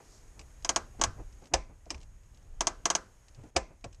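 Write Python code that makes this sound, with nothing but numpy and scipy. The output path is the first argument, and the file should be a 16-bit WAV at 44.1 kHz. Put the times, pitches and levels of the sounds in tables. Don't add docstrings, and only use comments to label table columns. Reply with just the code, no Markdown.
import sys
import numpy as np
from scipy import signal
from scipy.io import wavfile
from scipy.ndimage import map_coordinates

SR = 44100
rng = np.random.default_rng(int(sys.argv[2]) if len(sys.argv) > 2 else 0)


def materialize(psi):
    bounded = np.clip(np.atleast_2d(psi).T, -1, 1)
    quanta = np.round(bounded * 32767).astype(np.int16)
    wavfile.write(sys.argv[1], SR, quanta)


def to_linear_factor(level_db):
    exponent = np.asarray(level_db, float) / 20
    return 10 ** exponent


N = 176400


def rms_one(x):
    return x / np.sqrt(np.mean(x ** 2) + 1e-20)


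def in_time(rows):
    return np.interp(np.arange(N) / SR, *np.transpose(rows))


def at_hz(points, hz):
    table_hz, value = np.transpose(points)
    return np.interp(np.log(hz), np.log(table_hz), value)


def bandpass(x, low_hz, high_hz, order=2):
    return signal.sosfilt(signal.butter(order, [low_hz, high_hz], "band", fs=SR, output="sos"), x)


def lowpass(x, hz):
    return signal.sosfilt(signal.butter(4, hz, fs=SR, output="sos"), x)


def drift(rate_hz):
    knots = rng.standard_normal(400)
    return map_coordinates(knots, [np.arange(N) / SR * rate_hz], order=3)


def bands():
    edges = 20 * 2 ** np.arange(0, 9.7, 1 / 3)
    white = rng.standard_normal((2, N))
    bank = []
    for k, (low, high) in enumerate(zip(edges, edges[1:])):
        bank.append((np.sqrt(low * high), bandpass(white[k % 2], low, high)))
    return bank


def noise(bank, spectrum, patchy_db, rate_hz):
    together = drift(rate_hz)
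    low, top = spectrum[0][0] * .8, spectrum[-1][0] * 1.2
    out = np.zeros(N)
    for hz, band in bank:
        if low < hz < top:
            flicker = together + np.roll(together, int(hz * 7))
            out += to_linear_factor(at_hz(spectrum, hz) + patchy_db * flicker) * band
    return rms_one(out)


def strike(modes, s, db, damp=1, longest_s=.045):
    out = np.zeros(N)
    at = (np.asarray(s) * SR).astype(int)
    for k, (hz, level_db, t60) in enumerate(modes):
        chance_db = 1.6 * rng.standard_normal(len(at))
        clicks = np.full(N, 1e-18)
        np.add.at(clicks, at, to_linear_factor(db + level_db + chance_db))
        if hz > 2000:
            t60 = min(t60, longest_s)
        r = to_linear_factor(-60 / (max(damp * t60, .003) * SR))
        w = 2 * np.pi * hz / SR
        out += (-1) ** k * signal.lfilter([0, np.sin(w)], [1, -2 * r * np.cos(w), r * r], clicks)
    return out


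def body(modes, rows, lag_s):
    s, db, weight_db = np.transpose(rows)
    return strike(modes, s + lag_s, db + weight_db)


# time_s, level_db
GRIP = [(0, -57.5), (.4, -52), (.78, -48.5), (.95, -56), (1.05, -41.5), (1.25, -48.5), (1.47, -57.5),
        (1.6, -41.5), (1.85, -56), (1.97, -50), (2.2, -53.5), (2.45, -51), (2.6, -47), (2.7, -47),
        (3.28, -57.5), (3.4, -53), (3.78, -56.5), (3.87, -49.5)]
# pitch_hz, density_db (per Hz)
RUMBLE = [(12, -30), (20, -1.5), (39, -4.5), (65, -7.5), (107, -13), (250, -45), (320, -73), (550, -120)]
# time_s, level_db
HISS_LEVEL = [(0.0, -63), (1.46, -64.5), (1.63, -66), (2.67, -68.5), (2.77, -66), (4.0, -67.5)]
# pitch_hz, density_db (per Hz)
HISS = [(180, -20.5), (300, -5), (991, 1.5), (1520, -1), (1820, -0.5), (4180, -11.5), (6510, -2.5),
        (12300, -13), (15000, -31.5)]


def microphone(bank):
    port_hz, port_width_hz, port_db = 6615, 160, -4
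    b, a = signal.iirpeak(port_hz, port_hz / port_width_hz, fs=SR)
    port = to_linear_factor(port_db) * rms_one(signal.lfilter(b, a, rng.standard_normal(N)))
    hiss = to_linear_factor(in_time(HISS_LEVEL) - 4.0) * (noise(bank, HISS, patchy_db=0.36, rate_hz=6.5) + port)
    return hiss + to_linear_factor(in_time(GRIP)) * noise(bank, RUMBLE, patchy_db=1.3, rate_hz=2.7)


# time_s, level_db
MOVE = [(0, -64), (.3, -70), (.85, -67), (1.3, -68), (1.8, -72.5), (2.2, -72), (2.55, -64), (3.0, -64),
        (3.2, -73.5), (3.4, -65), (4, -72)]
# pitch_hz, density_db (per Hz)
RUSTLE = [(120, -5), (300, -3.5), (700, -9), (1500, -20.5), (3000, -22), (6000, -41), (9000, -45.5)]
# time_s, level_db
BRUSH = [(0, -75), (.15, -62.5), (.22, -71), (.4, -99), (.6, -93)]
# low_hz, high_hz
BRUSH_HZ = [4360, 7300]


def sleeve(bank):
    brush = to_linear_factor(in_time(BRUSH)) * rms_one(bandpass(rng.standard_normal(N), *BRUSH_HZ))
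    return to_linear_factor(in_time(MOVE)) * noise(bank, RUSTLE, patchy_db=1.17, rate_hz=11.0) + brush


# peak_s, level_db, rise_s, fall_s
THUDS = [(0.005, -53, 0.02, 0.01), (0.411, -56.5, 0.038, 0.016), (.952, -62, 0.0029, 0.0054),
         (1.001, -39.5, 0.0076, 0.011), (1.204, -47, 0.025, 0.015), (1.423, -55.5, 0.0018, 0.034),
         (1.526, -48.5, 0.0091, 0.039), (1.703, -53.5, 0.0091, 0.022), (1.868, -56.5, 0.0046, 0.017),
         (1.913, -48, 0.0052, 0.042), (3.399, -59, 0.019, 0.013), (3.44, -52, 0.0048, 0.023),
         (3.557, -51, 0.0055, 0.013), (3.72, -56, 0.023, 0.012), (3.846, -42, 0.0042, 0.018)]
# pitch_hz, density_db (per Hz)
THUD = [(120, 4), (330, -1), (750, -7), (1200, -15), (2000, -26)]


def thuds(bank):
    t = np.arange(N) / SR
    shape = np.zeros(N)
    for s, db, rise, fall in THUDS:
        shape += to_linear_factor(db) * np.exp(-np.where(t < s, ((s - t) / rise) ** 2, (t - s) / fall))
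    return shape * noise(bank, THUD, patchy_db=0.0, rate_hz=86.0)


# start_s, peak_db, body_weight_db
TICKS = [
    (0.3931, -37, -4.5),
    (0.413, -47, -7),
    (1.9041, -21.5, -5.5),
    (1.9458, -41, 3),
    (3.8424, -33.5, 1.5),
]
# start_s, lower_modes_db, upper_modes_db
KNOCKS = [(0.393, -35, -32), (.3965, -41, -38), (0.4133, -38, -52), (1.8977, -45, -38), (1.902, -55, -46),
          (1.9041, -25, -13), (1.907, -33, -23), (1.9120, -43, -35), (1.918, -45, -37),
          (1.9447, -27.5, -34), (1.9480, -32.5, -46), (3.8405, -38, -48), (3.8421, -29, -30),
          (3.8460, -36, -46)]
# start_s, peak_db
SPECKS = [(.624, -43), (0.995, -40.5), (1.326, -48.5), (1.42, -51), (1.44, -45.5), (1.456, -42.5),
          (1.471, -46), (1.857, -48), (1.979, -45.5), (2.004, -46.5), (2.014, -44), (2.023, -51.5),
          (2.03, -41.5), (2.233, -53.5), (2.346, -49), (2.373, -48), (2.427, -55.5), (3.283, -42),
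          (3.347, -43.5), (3.436, -48), (3.81, -56), (3.9274, -43.5), (3.9305, -50), (3.9455, -44.5)]
# pitch_hz, level_db, t60_s
LEVER = [(2340, -1.5, 0.013), (2600, -5.5, 0.026), (2892, -6.5, 0.021), (4300, -14, 0.0055),
         (4905, -12, 0.04), (5344, -7, 0.027), (5935, -10, 0.014), (6080, -14.5, 0.021),
         (6130, -11.5, 0.049), (6800, -21.5, 0.014), (8043, -36.5, 0.01)]
# pitch_hz, level_db, t60_s
BRACKET = [(343, -17, 0.079), (682, -7, 0.055), (940, -2.5, 0.025), (1036, -13.5, .07), (1116, -8, 0.064),
           (1310, -19.5, 0.011), (1478, -29, 0.1), (1645, -11, 0.036)]


def linkage():
    s, low_db, high_db = np.transpose(KNOCKS)
    speck_s, speck_db = np.transpose(SPECKS)
    knocks = strike(LEVER[:3], s, low_db) + strike(LEVER[3:], s, high_db)
    knocks += body(BRACKET, TICKS, lag_s=0.00326)
    return to_linear_factor(-11) * knocks + strike(LEVER, speck_s, speck_db - 9, damp=.3)


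# pitch_hz, density_db (per Hz)
CRACK = [(120, -33.5), (200, -17.5), (1070, -1.5), (1380, -10.5), (3170, -3), (4000, -5), (6650, 2.5),
         (13700, -45.5), (15000, -63)]
# pitch_hz, t60_s
CRACK_T60 = [(200, 0.16), (1000, 0.076), (4000, 0.037), (12000, 0.043)]
# pitch_hz, density_db (per Hz)
CABIN = [(200, 1), (500, -1.5), (900, -2), (1500, -9), (1850, -10.5), (2400, -12), (4000, -15.5),
         (6500, -4), (12000, -39)]
# pitch_hz, t60_s
CABIN_T60 = [(200, 0.42), (1300, 0.31), (2500, 0.33), (4200, 0.32), (12000, 0.14)]


def crack_and_cabin(bank, rows, start, own):
    t = np.arange(SR // 2) / SR
    rise = 1 - np.exp(-t / 0.00024)
    out = np.zeros(N + SR)
    for hz, band in bank[9:]:
        crack = to_linear_factor(-3.0 + at_hz(CRACK, hz)) * to_linear_factor(-60 * t / at_hz(CRACK_T60, hz))
        cabin = to_linear_factor(-21.5 + at_hz(CABIN, hz)) * to_linear_factor(-60 * t / at_hz(CABIN_T60, hz))
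        shape = rise * (crack + cabin)
        shared = band[start:start + len(t)]
        for s, db, weight_db in rows:
            at = int(s * SR)
            mine = band[at * 3 // 4:][:len(t)]
            mix = np.sqrt(1 - own) * shared + np.sqrt(own) * mine
            out[at:at + len(t)] += to_linear_factor(db + weight_db * (hz < 1600)) * shape * mix
    return out[:N]


# pitch_hz, level_db, t60_s
TRIM = [(527, -14.5, 0.21), (644, -16.5, 0.31), (801, -12, 0.15), (1020, -13, 0.23), (1213, -16.5, .16),
        (1325, -22.5, 0.21), (1545, -15.5, 0.14), (1613, -16, 0.11), (1776, -17, .15), (2005, -20.5, .16),
        (2284, -22.5, 0.12), (2392, -18.5, 0.11), (2783, -17.5, .09)]
# pitch_hz, level_db, t60_s
SPRING = [(13500, -45, .03), (14150, -43.5, .02), (11500, -51.5, 0.033)]


def trim_and_spring():
    s, db, weight_db = np.transpose(TEETH + STOPS + TICKS)
    share_db = np.repeat([-22, -23, -23.5], [len(TEETH), len(STOPS), len(TICKS)])
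    trim = strike(TRIM, s + .004, db + weight_db + share_db, longest_s=1)
    return trim + strike(SPRING, s, db)


# centre_s, level_db, pitch_hz, half_width_s
SWAYS = [(1.02, -45.5, 77, 0.032), (1.10, -39, 20, 0.034), (1.206, -42, 46, 0.031),
         (1.254, -39.5, 33, 0.018), (1.361, -46, 46, 0.023), (1.558, -29.5, 51, 0.012),
         (1.604, -38, 47, 0.03), (2.53, -38.5, 24, .04), (2.61, -38.5, 33, .05), (3.391, -43, 118, 0.014),
         (3.415, -44, 96, 0.015), (3.58, -34.5, 71, 0.014), (3.633, -41, 45, .02),
         (3.867, -44.5, 105, 0.014), (0.411, -61, 330, 0.011), (.952, -54, 730, 0.0037),
         (1.208, -47, 316, 0.011), (1.515, -54.5, 280, .008), (1.868, -52, 660, 0.0057),
         (1.914, -41.5, 323, 0.0071), (1.965, -42, 68, 0.025), (3.458, -53.5, 294, 0.011),
         (3.849, -41.5, 680, 0.0057), (3.867, -45, 540, 0.0048)]


def sways():
    t = np.arange(N) / SR
    out = np.zeros(N)
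    for s, db, hz, width in SWAYS:
        out += to_linear_factor(db) * np.exp(-((t - s) / width) ** 2) * np.cos(2 * np.pi * hz * (t - s))
    return out


# start_s, peak_db, body_weight_db
TEETH = [
    (0.6474, -20, -0.5),
    (0.692, -11.5, -0.6),
    (0.761, -12, 1.9),
    (1.0137, -12.5, 2.5),
    (1.0376, -11.5, -0.2),
    (2.6076, -14.5, 2),
    (2.6701, -12, 0.5),
    (2.8555, -12.5, 1.4),
    (2.9017, -12, 0.5),
    (2.951, -13, -0.5),
]
# pitch_hz, level_db, t60_s
PAWL = [(2090, -13.5, 0.079), (3210, -16.5, 0.074), (3910, -21.5, 0.022), (4440, -11, 0.023),
        (5050, -10.5, 0.04), (5500, -20, 0.071), (6020, -9, 0.11), (6060, 0.5, 0.058), (6634, 0, 0.085),
        (6890, -11.5, 0.11), (6860, -2.5, 0.04), (8505, -10.5, .025)]
# pitch_hz, level_db, t60_s
SNAP = [(5350, 0, 0.0029), (6443, 3, 0.0075), (6920, -3.5, 0.002), (3140, -10.5, 0.0079)]


def ratchet():
    s, db, _ = np.transpose(TEETH)
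    bounce = np.arange(3)
    uneven = 1 + .02 * rng.standard_normal((len(TEETH), 3))
    contact_s = (s[:, None] + 0.0034 * bounce * uneven).ravel()
    contact_db = (db[:, None] - 7 * bounce).ravel()
    slip = strike(PAWL, s - 0.0018, db - 26.5)
    pawl = strike(PAWL, s, db - 3.0) + strike(SNAP, contact_s, contact_db + 4)
    return to_linear_factor(-9.5) * (slip + pawl + body(BRACKET, TEETH, lag_s=.001))


def hollow(rows, low_hz, high_hz, level_db, t60_s):
    t = np.arange(N) / SR
    shape = np.zeros(N)
    for s, db, _ in rows:
        age = np.maximum(t - s, 0)
        shape += (1 - np.exp(-age / .012)) * to_linear_factor(db + level_db - 60 * age / t60_s)
    return shape * rms_one(bandpass(rng.standard_normal(N), low_hz, high_hz, order=4))


# start_s, level_db
DUCKS = [
    (1.489, -6.5),
    (3.504, -7.5),
]


def ducking():
    t = np.arange(N) / SR
    recover_s = 0.4
    gain_db = np.zeros(N)
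    for s, db in DUCKS:
        gain_db += db * (t > s) * np.exp(-np.maximum(t - s, 0) / recover_s)
    return to_linear_factor(gain_db)


# start_s, peak_db, body_weight_db
STOPS = [
    (1.5378, -9, 1.5),
    (3.5638, -10.5, 2.6),
]
# start_s, level_db, lower_modes_weight_db
LANDINGS = [(1.5357, -22, 2), (1.5374, -20, -4.5), (1.5381, -6, -2.5), (1.5404, -5.5, -8),
            (1.5414, -9.5, -6), (1.5455, -15.5, -7), (3.5605, -22.5, 0.1), (3.5649, -10, 3.2),
            (3.5650, -9.5, -0.5), (3.5651, -7, 1), (3.569, -14, 3)]
# pitch_hz, level_db, t60_s
FLOORPAN = [(64.7, -20, 0.23), (364, -10, 0.063), (535, -10, 0.12), (665, 1.8, 0.054), (767, -3.5, 0.042),
            (890, -5.5, 0.024), (1120, -16, 0.028), (1740, -13.5, 0.082)]


def stop():
    s, db, low_db = np.transpose(LANDINGS)
    lever = strike(LEVER[:3], s, db + low_db) + strike(LEVER[3:], s, db)
    floor = to_linear_factor(3.5) * body(FLOORPAN, STOPS, lag_s=0.00047)
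    floor += to_linear_factor(-2.5) * body(FLOORPAN, STOPS, lag_s=-.002)
    return to_linear_factor(-14) * (lever + strike(SNAP, s, db - 7) + floor)


def scene():
    near, far = bands(), bands()
    background = ducking() * (sleeve(near) + microphone(far))
    specks = [(s, db, -8) for s, db in SPECKS]
    teeth = ratchet() + crack_and_cabin(near, TEETH, start=SR, own=.55)
    rest = stop() + linkage()
    rest += crack_and_cabin(near, STOPS, start=2 * SR, own=.55)
    rest += to_linear_factor(1.5) * crack_and_cabin(near, TICKS, start=SR, own=0.79)
    rest += to_linear_factor(-3.5) * crack_and_cabin(far, specks, start=SR, own=1)
    console = hollow(TEETH, low_hz=1000.5, high_hz=1648.5, level_db=-34, t60_s=0.283)
    sill = hollow(STOPS, low_hz=2000, high_hz=2601, level_db=-41, t60_s=0.35)
    mix = lowpass(teeth, 11700) + lowpass(rest, 9900) + thuds(near) + background
    return (mix + trim_and_spring() + sways() + console + sill)[None]


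def roll_off(x):
    return signal.sosfilt(signal.butter(12, 15180, fs=SR, output="sos"), x)


def record(dry):
    mix = lowpass(dry, 13500)
    return roll_off(mix)


dry = scene()
out = record(dry)
materialize(out)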